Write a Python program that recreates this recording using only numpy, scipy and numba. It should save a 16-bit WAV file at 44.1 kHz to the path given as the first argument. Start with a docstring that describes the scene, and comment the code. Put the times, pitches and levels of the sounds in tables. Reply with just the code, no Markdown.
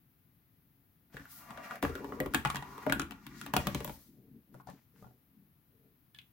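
"""Marble in a cardboard box

Place: a small quiet room, a cardboard box on a table, a stereo pair of microphones close by. A glass marble
rolls down four ramps, drops from one to the next, bounces and rocks to rest on the box floor; then a hand lifts
a phone off a cardboard tube. Blows ring the modes of the box and crack as noise bursts; rolling is dense random
bumps through the same modes. Contacts are short rings and bursts, swells of hiss are shaped noise; further off
lie table boom, a short room tail, house hum and steady hiss."""
import sys
import numpy as np
from scipy import signal
from scipy.fft import rfft, irfft, next_fast_len
from scipy.io import wavfile
from scipy.ndimage import uniform_filter1d
from numba import njit

SR = 44100
rng = np.random.default_rng(int(sys.argv[2]) if len(sys.argv) > 2 else 0)


def log_audio(samples):
    """Write samples as a 16-bit WAV file to the path given in sys.argv[1]."""
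    # one column per channel
    frames = np.atleast_2d(samples).T
    # limit to full scale, then quantise
    limited = np.clip(frames, -1, 1)
    pcm = np.round(limited * 32767).astype(np.int16)
    wavfile.write(sys.argv[1], SR, pcm)


N = 278727

# Marble blows; levels are drives, trimmed per layer: (time [s], ramp ring [dB], struck spot pitch [Hz],
# box walls [dB], panel [dB], panel pitch [Hz], click [dB], top of click [dB])
MARBLE_BLOWS = [(1.142, -48, 1660, -44.5, -45, 467, -69, -58),
                (1.168, -36, 1720, -64, -47.5, 470, -53.5, -65),
                (1.196, -43, 1680, -47.5, -69, 600, -68, -72),
                (1.254, -48, 1500, -79, -68, 436, -73, -56.5), (1.506, -36, 1060, -52, -59, 670, -53, -64),
                (1.574, -42.5, 1650, -71, -47.5, 620, -52, -65),
                (1.709, -34.5, 1330, -55, -68, 710, -52, -55),
                (1.756, -42, 1800, -72, -52, 640, -56.5, -48),
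                (1.826, -22.5, 840, -28, -24, 740, -40.5, -35.5),
                (1.836, -36, 870, -30, -26.5, 480, -45, -60), (1.85, -25.5, 1360, -33, -39, 720, -54, -48),
                (1.894, -49, 1500, -38, -36, 408, -49.5, -66),
                (1.953, -37.5, 1430, -49, -34.5, 407, -45.5, -47),
                (2.044, -35, 880, -44, -38.5, 400, -58, -50),
                (2.122, -32.5, 1150, -46, -37, 477.4, -82, -63),
                (2.202, -27.5, 1900, -28.5, -25, 561.6, -40.5, -35.5),
                (2.26, -34.5, 1070, -33, -30.5, 410, -49, -45),
                (2.337, -31.5, 1300, -41, -48, 794, -43.5, -37),
                (2.346, -17.5, 1550, -28, -32, 779, -25.5, -29.5),
                (2.45, -20.5, 1190, -49, -62.5, 790, -36, -51),
                (2.456, -19.5, 830, -29.5, -44, 732, -41.5, -45),
                (2.472, -43, 1280, -52.5, -57.5, 770, -42, -51),
                (2.501, -25.5, 1140, -55.5, -67.5, 789, -35.5, -45),
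                (2.546, -30, 960, -39, -74, 748, -45, -44), (2.557, -33, 1760, -44, -47, 720, -36, -40),
                (2.567, -32.5, 963, -43.5, -64, 729, -42.5, -46),
                (2.624, -34.5, 870, -47, -54.5, 790, -51.5, -75),
                (2.779, -38, 1070, -58.5, -46.5, 377, -54.5, -53),
                (2.865, -25.5, 890, -28.5, -22, 550, -58, -45),
                (2.897, -25.5, 2120, -32.5, -32.5, 556, -41.5, -46.5),
                (2.923, -19.5, 1480, -31, -36, 725, -29.5, -30.5),
                (2.996, -26, 1340, -35.5, -40, 374, -31.5, -41),
                (3.017, -38, 1370, -42, -43.5, 470, -39, -49),
                (3.109, -36, 2680, -47.5, -49, 789, -49, -46.5),
                (3.12, -40.5, 810, -55.5, -60, 420, -53, -69),
                (3.266, -39.5, 2570, -46, -80, 800, -47.5, -45.5),
                (3.413, -38, 1400, -54.5, -72.5, 777, -42, -44.5),
                (3.463, -33.5, 750, -44.5, -43.5, 766, -46.5, -44.5),
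                (3.537, -19.5, 950, -30, -28, 634, -33.5, -32),
                (3.565, -18, 745, -22.5, -23.5, 738, -24.5, -27),
                (3.67, -27, 1260, -27.5, -30.5, 640, -30.5, -30),
                (3.747, -32.5, 1010, -29.5, -34.5, 382, -32.5, -34),
                (3.804, -37.5, 1020, -47, -35.5, 470, -44.5, -50),
                (3.846, -35, 947, -38.5, -38.5, 640, -42, -32),
                (3.876, -40.5, 904, -39, -43, 563, -45.5, -53),
                (3.895, -39, 820, -40.5, -45.5, 550, -51, -52)]
# Contacts of hand, phone and tube; levels are drives: (time [s], ring [dB], pitch [Hz], second ring [dB],
# second pitch [Hz], thud [dB], click [dB], left minus right [dB])
HAND_CONTACTS = [(4.543, -41.5, 1147, -72, 1300, -53, -57, 7.5), (4.55, -35, 580, -79, 1330, -56, -60.5, 3),
                 (4.6, -37.5, 1070, -80.5, 1570, -75.5, -77, 7), (4.672, -35, 807, -63, 1760, -52, -53, 7),
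                 (4.688, -30.5, 723, -60, 1750, -59, -63, 12), (4.7, -41, 730, -60, 1810, -47, -49, 8.5),
                 (5.025, -40, 606, -56, 1230, -54, -60, 2), (5.044, -43, 790, -62, 1383, -54, -73, 12.5),
                 (5.068, -47, 734, -73, 1420, -58.5, -72, -12),
                 (5.109, -54, 700, -88, 1440, -61.5, -80, 11),
                 (6.147, -41, 3430, -57, 1750, -70, -52, -0.5), (6.161, -51, 3670, -63, 1690, -64, -66, 8),
                 (6.187, -33, 3490, -59, 2780, -62.5, -52, 5.5),
                 (6.198, -61.5, 3580, -63.5, 2710, -85, -72, 1.5),
                 (6.216, -52, 3740, -66, 2754, -82, -63, 4.0)]
# Rolling, one list per ramp and one for the bounces on the box floor: (time [s], ramp [dB], rattle [dB],
# panel [dB], box walls [dB], ramp pitch [Hz])
ROLLING_PATH = [
    [(1.1, -75, -79, -87, -74, 1617), (1.172, -71, -79, -82, -65, 1600),
     (1.3, -70.5, -73.5, -88, -71.5, 1490), (1.506, -56.5, -59.5, -58.5, -58.5, 1144),
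     (1.62, -54, -58, -58, -60, 1170), (1.644, -52, -52, -57.5, -59, 1359),
     (1.692, -51, -53.5, -56, -61.5, 1218), (1.758, -49.5, -50, -47.5, -55.5, 1353),
     (1.815, -88, -73, -73, -64, 1352)],
    [(1.83, -51, -50, -50, -54, 1074), (1.93, -54.5, -60.5, -52, -56, 1366),
     (1.978, -52.5, -60.5, -54, -56, 1404), (2.018, -59, -63.5, -49, -51.5, 950),
     (2.226, -56, -65.5, -51.5, -48.5, 1118), (2.282, -55.5, -65, -53, -54.5, 1049),
     (2.302, -67, -71, -64, -50, 1500), (2.38, -62, -53.5, -61.5, -48.5, 1518),
     (2.44, -54.5, -63, -61.5, -53.5, 1470)],
    [(2.45, -63, -57.5, -58.5, -57, 1018), (2.522, -56.5, -53.5, -63.5, -56, 1160),
     (2.544, -57, -63, -61, -51.5, 1036), (2.642, -53, -59.5, -67.5, -57.5, 965),
     (2.742, -51, -60, -61, -52.5, 1107), (2.778, -51.5, -60, -61.5, -59, 1010),
     (2.83, -51.5, -56, -61, -57.5, 1191), (2.86, -57.5, -63, -63, -55, 1066)],
    [(2.87, -53, -60, -59, -53.5, 1042), (2.91, -50.5, -57, -61, -64.5, 1469),
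     (2.962, -55, -60, -56.5, -44, 1430), (3.09, -62.5, -68.5, -72, -55, 1300),
     (3.192, -65, -71, -74.5, -59, 1405), (3.242, -66.5, -68, -84, -58.5, 1100),
     (3.31, -63.5, -65, -79.5, -54, 1180), (3.41, -61, -58, -73.5, -50.5, 1500),
     (3.53, -62.5, -68.5, -64.5, -57, 1035)],
    [(3.54, -58, -52.5, -64, -51.5, 1081), (3.588, -56, -54, -59.5, -53, 1020),
     (3.612, -57, -55, -58.5, -50.5, 1183), (3.702, -59, -59, -58.5, -48, 1161),
     (3.752, -57, -56, -65, -45, 1051), (3.798, -57, -60, -65, -49.5, 1070),
     (3.886, -80, -69, -73, -55, 930), (3.952, -79, -77, -74, -61, 1002),
     (4.08, -85, -88, -88.5, -77, 1375)],
]
# Modes of the box, walls first, then panels and ramps; each layer may shorten the decay:
# (frequency [Hz], relative level [dB], t60 [s])
BOX_MODES = [(140.6, 0, 0.25), (203.5, 1, 0.1), (236.5, -7, 0.23), (269.7, 2.5, 0.13), (331.5, -3.5, 0.23),
             (389.4, 1.5, 0.094), (470, -0.5, 0.12), (565.8, -1, 0.15), (640, -2.5, 0.12), (713, -1, 0.057),
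             (868, 6, 0.037), (1010, 5, 0.031), (1190, 12, 0.016), (1430, 9.5, 0.027), (1583, 13, 0.016),
             (1900, 3, 0.069), (2198, 6, 0.017), (2404, 2, 0.017), (2780, -7.5, 0.12), (3230, -7.5, 0.023),
             (3430, -12.5, 0.01), (4100, -12, 0.022)]
# Spectrum shape of room hum and microphone hiss: (frequency [Hz], relative density [dB per Hz])
AIR_SPECTRUM = [(15, -57.5), (30, -16), (50, -9), (114, -2.5), (163, -2), (200, -10), (280, -7),
                (330, -14.5), (500, -25), (1900, -28.5), (4500, -35.5), (8400, -44), (11500, -26.5),
                (16500, -23)]
# Each piece of card, in the order of ROLLING_PATH: (fine hiss against rattle [dB], top hiss against rattle [dB],
# rolling panel pitch [Hz], rolling wall pitch [Hz], blow wall pitch [Hz], blow left minus right [dB])
CARD_PIECES = [(-11.5, -11, 670, 220, 162, 3.1), (-3.5, -2.5, 420, 245, 270, 2.7),
               (-6.5, -6.5, 400, 215, 160, 2.6), (-4, -12.5, 390, 220, 270, 3.7),
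               (-1.5, -7.5, 550, 200, 180, 2.8)]
# The marble rocks to and fro on the box floor, one swell a swing:
# (middle time [s], length [s], box walls [dB], panel [dB])
FLOOR_SWINGS = [(4.104, .12, -60.5, -83), (4.215, 0.2, -59.5, -70), (4.354, 0.14, -53.5, -74.5),
                (4.55, 0.18, -57, -73), (4.719, 0.16, -59.5, -75), (5.05, 0.31, -64, -71.5),
                (5.39, 0.28, -66.5, -87), (5.826, 0.31, -71.5, -74)]
# Swells of hiss: fine and top hiss that rises, holds and fades, some with mid-band noise:
# (start time [s], rise [s], hold [s], fall [s per 20 dB, at least 0.01],
# 0.6-2.3 kHz level [dB], 3.2-7.1 kHz level [dB], 10.5-18 kHz level [dB])
HISS_SWELLS = [(1.11, 0.029, 0.053, 0.34, -64, -69, -67.5), (1.265, 0.053, 0.067, 0.12, -87, -65, -53.5),
               (3.238, 0.18, .02, 0.05, -74, -71.5, -66), (3.748, 0.12, 0.082, 0.19, -74, -64.5, -56),
               (4.506, 0.035, 0.075, -0.37, -76, -80, -76.5), (4.66, 0.014, .03, 0.15, -67.5, -69, -80),
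               (4.897, 0.08, 0.035, 0.2, -75.5, -76, -72), (6.127, 0.053, 0.019, .2, -84, -83, -75)]

PANEL_HZ, RAMP_HZ = 370, 800  # walls ring below the first, panels between, ramps above the second
SETTLE_PANEL_HZ, SETTLE_WALL_HZ = 420, 205  # pitches while the marble rocks on the floor
SNAP_DB, SNAP_CLICK_SHARE = -4.5, 0.67  # trim; place of the snap between ramp ring (0) and click (1)
RING_SHARE = 0.68  # ramp decay of a blow, as a share of the mode's t60
BOOM_DB, BOOM_ROLL_DB = -18.5, -16.5  # table boom against a blow's walls and against rolling walls
BOOM_S = 0.029  # time from a blow to the boom's peak
ROOM_T60_S, ROOM_DB = 0.2, -6
AIR_DB = -68.5  # level of the part common to both microphones, before the left-right offset
TOP_HZ = 15950


def knocks(spread_oct=0.31, scatter_db=3.5, detune=0.037):
    """Each blow rings all modes of the box; modes near the pitches of the struck spot ring most."""
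    s, ramp_db, spot_hz, wall_db, panel_db, panel_hz, click_db, top_db = np.transpose(MARBLE_BLOWS)
    wall_hz, pan_db = card_at(s)[-2:]
    snap_db = SNAP_DB + ramp_db + SNAP_CLICK_SHARE * (click_db - ramp_db)
    chance = rng.standard_normal((len(s), 3, 2 * len(BOX_MODES)))
    out = crack(blows(s, undb(click_db), pan_db), 4000, 9500, 0.0023)
    out += crack(blows(s, undb(top_db), pan_db + 2.0), 11000, 17000, 0.0026)
    out += crack(blows(s, undb(snap_db), pan_db), 2000, 3790, 0.0069)
    # uneven card splits every mode into a close pair
    hz, mode_db, t60 = np.repeat(np.transpose(BOX_MODES), 2, axis=1)
    is_wall, is_panel = hz < PANEL_HZ, hz < RAMP_HZ  # walls are picked out first
    decay_s = np.maximum(t60 * np.where(is_panel, 1, RING_SHARE), .005)
    sign = (-1) ** (np.arange(len(hz)) // 2)
    # slower blows stay in contact longer
    contact_ms = np.clip(0.17 * undb(-.7 * (ramp_db + 24.5)), .05, 5.0)
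    t = np.arange(8192) / SR
    for k in range(len(s)):
        scatter, shift, phase = chance[k]
        place_hz = np.where(is_wall, wall_hz[k], np.where(is_panel, panel_hz[k], spot_hz[k]))
        near_db = np.maximum(-6 * (np.log2(hz / place_hz) / spread_oct) ** 2, -10)
        part_db = np.where(is_wall, wall_db[k] - 7.0, np.where(is_panel, panel_db[k] - 9.5, ramp_db[k] - 12))
        gain = sign * undb(part_db + near_db + mode_db + scatter_db * scatter)
        # each mode is detuned a little at random from blow to blow
        pole = 2j * np.pi * hz * (1 + detune * shift) - np.log(1000) / decay_s
        # short waves reach the two microphones out of step
        step = np.exp(1j * np.outer([1, -1], phase * hz / 3000))
        step = step * undb(np.array([[pan_db[k]], [-pan_db[k]]]) / 2)
        ringing = np.imag((gain * step) @ np.exp(np.outer(pole, t)))
        # the ring builds up over the contact
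        build_up = 1 - np.exp(-t * 1000 / contact_ms[k])
        at = int(s[k] * SR)
        out[:, at:at + len(t)] += ringing * build_up
    return out


def rolling(bumps_per_s=3000, bump_db=2.5):
    """The marble runs over the grain of the card: dense uneven bumps shake ramp, panels, walls and table."""
    ramp_gain, rattle_gain, panel_gain, wall_gain, ramp_hz, card = course()
    panel_hz, wall_hz = card[2:4]
    t = np.arange(N) / SR
    settling = t > ROLLING_PATH[-1][-1][0]
    for s, length_s, wall_db, panel_db in FLOOR_SWINGS:
        swing = np.cos(np.pi * np.clip((t - s) / length_s, -.5, .5))
        wall_gain = wall_gain + undb(wall_db) * swing
        panel_gain = panel_gain + undb(panel_db) * swing
    panel_hz = np.where(settling, SETTLE_PANEL_HZ, panel_hz)
    wall_hz = np.where(settling, SETTLE_WALL_HZ, wall_hz)
    size_db = bump_db * np.minimum(rng.exponential(size=(2, N)), 3.0) + 2.0 * walk(60)
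    hits = rng.random((2, N)) < bumps_per_s / SR
    shared, apart = hits * undb(size_db) * np.sign(rng.standard_normal((2, N)))
    bumps = shared + 0.46 * apart * np.array([[1], [-1]])  # left, right
    # where the marble is decides which modes of wall and ramp it shakes most
    walls = unit(svf(box_modes(bumps[0], 100, PANEL_HZ, 0.49), wall_hz, 2.5))
    panels = unit(svf(box_modes(bumps[0], PANEL_HZ, RAMP_HZ, 0.36), panel_hz, 6.7))
    ramp = box_modes(bumps, RAMP_HZ, 1700, 1.0) + .8 * unit(band(bumps, 800, 1800))
    ramp = unit(np.array([svf(side, ramp_hz, 4.6) + 0.19 * side for side in ramp]))
    rattle = unit(box_modes(bumps, 1500, 3500, .4) + .5 * unit(band(bumps, 1500, 3500)))
    body = ramp_gain * ramp + rattle_gain * rattle + panel_gain * panels + wall_gain * walls
    return (body + boom(wall_gain)) * undb(np.array([[1.6], [-1.6]]))


def box_modes(x, lo_hz, hi_hz, decay_share):
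    """Pushes ring the box modes of one frequency range, at rms 1."""
    total = sum(undb(db) * ring(x, hz, decay_share * t60) for hz, db, t60 in BOX_MODES if lo_hz < hz < hi_hz)
    return unit(band(total, lo_hz, hi_hz))


def course():
    """Rolling controls, one value a sample: gains of ramp, rattle, panel and walls, ramp pitch, the card underneath."""
    t = np.arange(N) / SR
    s, *levels_db, ramp_hz = np.concatenate(ROLLING_PATH).T
    moving = (t > s[0]) & (t < s[-1])
    gains = [moving * undb(np.interp(t, s, db)) for db in levels_db]
    return gains + [np.interp(t, s, ramp_hz), card_at(t)]


def card_at(s):
    """Columns of CARD_PIECES for the card under the marble at each time."""
    changes_s = [piece[0][0] - .01 for piece in ROLLING_PATH[1:]]
    return np.array(CARD_PIECES, float)[np.searchsorted(changes_s, s)].T


def boom(wall_gain):
    """The table under the box booms late after every blow and rumbles under the rolling."""
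    s, wall_db = np.transpose(MARBLE_BLOWS)[[0, 3]]
    coarse_t = np.arange(N)[None, ::64] / SR
    age = np.maximum(coarse_t - s[:, None], 0) / BOOM_S
    swell = np.sqrt(undb(2 * (wall_db + BOOM_DB)) @ (age * np.exp(1 - age)) ** 2)  # powers add
    noise = rng.standard_normal(N) + 0.41 * rng.standard_normal((2, N))
    noise = unit(band(band(noise, 41, 97), 31, 160))
    return noise * (np.repeat(swell, 64)[:N] + undb(BOOM_ROLL_DB) * wall_gain)


def taps():
    """Light contacts of fingers, phone case and tube: a short ring, a broad knock, a dull thud, a tick."""
    s, ring_db, pitch_hz, second_db, second_hz, thud_db, click_db, pan_db = np.transpose(HAND_CONTACTS)
    out = crack(blows(s, undb(click_db), pan_db), 2200, 24000, 0.00092)
    out += ring(blows(s, undb(thud_db - 2.5), pan_db), 181.4, 0.11)
    out += ring(blows(s, undb(thud_db - 3.5), pan_db), 130, 0.28)
    knock = crack(blows(s, undb(ring_db - 8.5), pan_db), 309, 2900, 0.0061)
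    push = blows(s, 1, pan_db)
    edges = np.append((s * SR).astype(int), N)
    for k in range(len(s)):
        # the knock is tuned around this contact's pitch until the next contact
        now = slice(edges[k], edges[k + 1])
        out[:, now] += band(knock[:, now], .7 * pitch_hz[k], 1.3 * pitch_hz[k])
        # this contact alone, spread over five samples
        tail = slice(edges[k], edges[k] + 4096)
        one = push[:, tail] * (np.arange(N)[tail] == edges[k])
        one = uniform_filter1d(one, size=5, origin=2)
        out[:, tail] += undb(ring_db[k] - 15) * ring(one, pitch_hz[k], 0.023)
        out[:, tail] += undb(second_db[k] - 6.0) * ring(one, second_hz[k], 0.068)
    return out


def hiss():
    """Fine flickering noise, mostly unrelated at the two microphones, follows the rolling and rises in swells."""
    _, rattle_gain, *_, card = course()
    t = np.arange(N) / SR
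    gains = np.array([0 * rattle_gain, rattle_gain * undb(card[0]), rattle_gain * undb(card[1])])
    for s, rise_s, hold_s, fall_s, *db in HISS_SWELLS:
        rise = np.clip((t - s) / max(rise_s, .003), 0, 1) ** 2
        fall = undb(-20 * np.maximum(t - s - rise_s - hold_s, 0) / max(fall_s, .01))
        gains = gains + undb(db)[:, None] * rise * fall
    mid = unit(band(rng.standard_normal(N) + .6 * rng.standard_normal((2, N)), 600, 2300))
    mid = undb(3.0 * walk(90)) * mid
    fine = unit(band(rng.standard_normal((2, N)), 3200, 7100))
    top = unit(band(rng.standard_normal((2, N)), 10500, 18000))
    both = gains[0] * mid + undb(1.5 * walk(30)) * (gains[1] * fine + gains[2] * top)
    return both * undb(np.array([[1.8], [-1.8]]))


def room(x):
    """Reflections of table and walls: a fading noise tail per microphone, alike in the bass."""
    t = np.arange(int(.5 * SR)) / SR
    shared, own = rng.standard_normal(len(t)), rng.standard_normal((2, len(t)))
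    tail = band(shared, 40, 890) + undb(9) * band(own, 750, 5000) + undb(7.5) * band(own, 5500, 15000)
    fade = np.exp(-np.log(1000) * t / ROOM_T60_S) * (t > .003)  # first reflections after 3 ms
    tail = unit(tail) * fade * np.sqrt(2 * np.log(1000) / ROOM_T60_S / SR)  # near unit energy
    mono = np.tile(x.mean(axis=0), (2, 1))
    return undb(ROOM_DB) * signal.fftconvolve(mono, tail, axes=1)[:, :N]


def air():
    """Hum of the house, nearly the same at both microphones, under hiss that differs between them."""
    size = next_fast_len(N)
    hz = np.arange(size // 2 + 1) * SR / size + 1
    point_hz, point_db = np.transpose(AIR_SPECTRUM)
    gain = undb(np.interp(np.log(hz), np.log(point_hz), point_db))
    apart = np.clip(hz / 900, .15, .9)
    mid, side = (rfft(rng.standard_normal(size)) * gain for _ in range(2))
    mid, side = irfft(mid, size)[:N], irfft(side * apart, size)[:N]
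    both = np.array([mid + side, mid - side]) / np.std(mid)
    return both * undb(AIR_DB + np.array([[2.0], [-2.0]]))


def undb(db):
    """Gain of a level in dB."""
    return 10 ** (np.asarray(db) / 20)


def unit(x):
    """Scale to rms 1."""
    return x / np.sqrt(np.mean(x ** 2))


def band(x, lo_hz, hi_hz):
    """Fixed band-pass."""
    sos = signal.butter(2, [lo_hz, min(hi_hz, .45 * SR)], "bandpass", fs=SR, output="sos")
    return signal.sosfilt(sos, x)


def ring(x, hz, t60):
    """One mode: a unit blow gives a fading sine that starts from height 1."""
    r, w = np.exp(-np.log(1000) / (max(t60, .003) * SR)), 2 * np.pi * hz / SR
    return signal.lfilter([0, r * np.sin(w)], [1, -2 * r * np.cos(w), r * r], x)


def blows(s, gain, pan_db):
    """Left and right trains of single-sample pushes."""
    out = np.zeros((2, N))
    out[:, (s * SR).astype(int)] = gain * undb(np.array([pan_db, -pan_db]) / 2)
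    return out


def crack(push, lo_hz, hi_hz, decay_s):
    """Every push sets off a short burst of noise, partly different at the two microphones."""
    shape = signal.lfilter([1], [1, -np.exp(-1 / (decay_s * SR))], push)
    shape = uniform_filter1d(shape, size=21, origin=10)  # the burst takes half a millisecond to rise
    shared, own = rng.standard_normal(N), rng.standard_normal((2, N))
    return shape * unit(band(0.47 * shared + 1.0 * own, lo_hz, hi_hz))


def walk(rate):
    """Random levels, a new one every 1 / rate s, joined by slopes; spread near 1."""
    k = int(SR / rate)
    steps = np.repeat(rng.standard_normal(N // k + 1), k)
    return 1.2 * uniform_filter1d(steps, k)[:N]


@njit
def svf(x, hz, sharp):
    """State-variable band-pass whose centre moves."""
    y, b, l = np.empty(len(x)), 0., 0.  # b, l: band and low states
    for i in range(len(x)):
        g = np.tan(np.pi * hz[i] / SR)
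        v = (b + g * (x[i] - l)) / (1 + g * (g + 1 / sharp))
        b, l, y[i] = 2 * v - b, l + 2 * g * v, v / sharp
    return y


def scene():
    """Marble and hand close by, their room tail, the swelling hiss, and the air."""
    near = knocks() + rolling() + taps()
    return near + room(near) + hiss() + air()


def record(dry):
    """The phone that records cuts the top steeply."""
    return signal.sosfilt(signal.ellip(8, .2, 70, TOP_HZ, fs=SR, output="sos"), dry)


dry = scene()
out = record(dry)
log_audio(out)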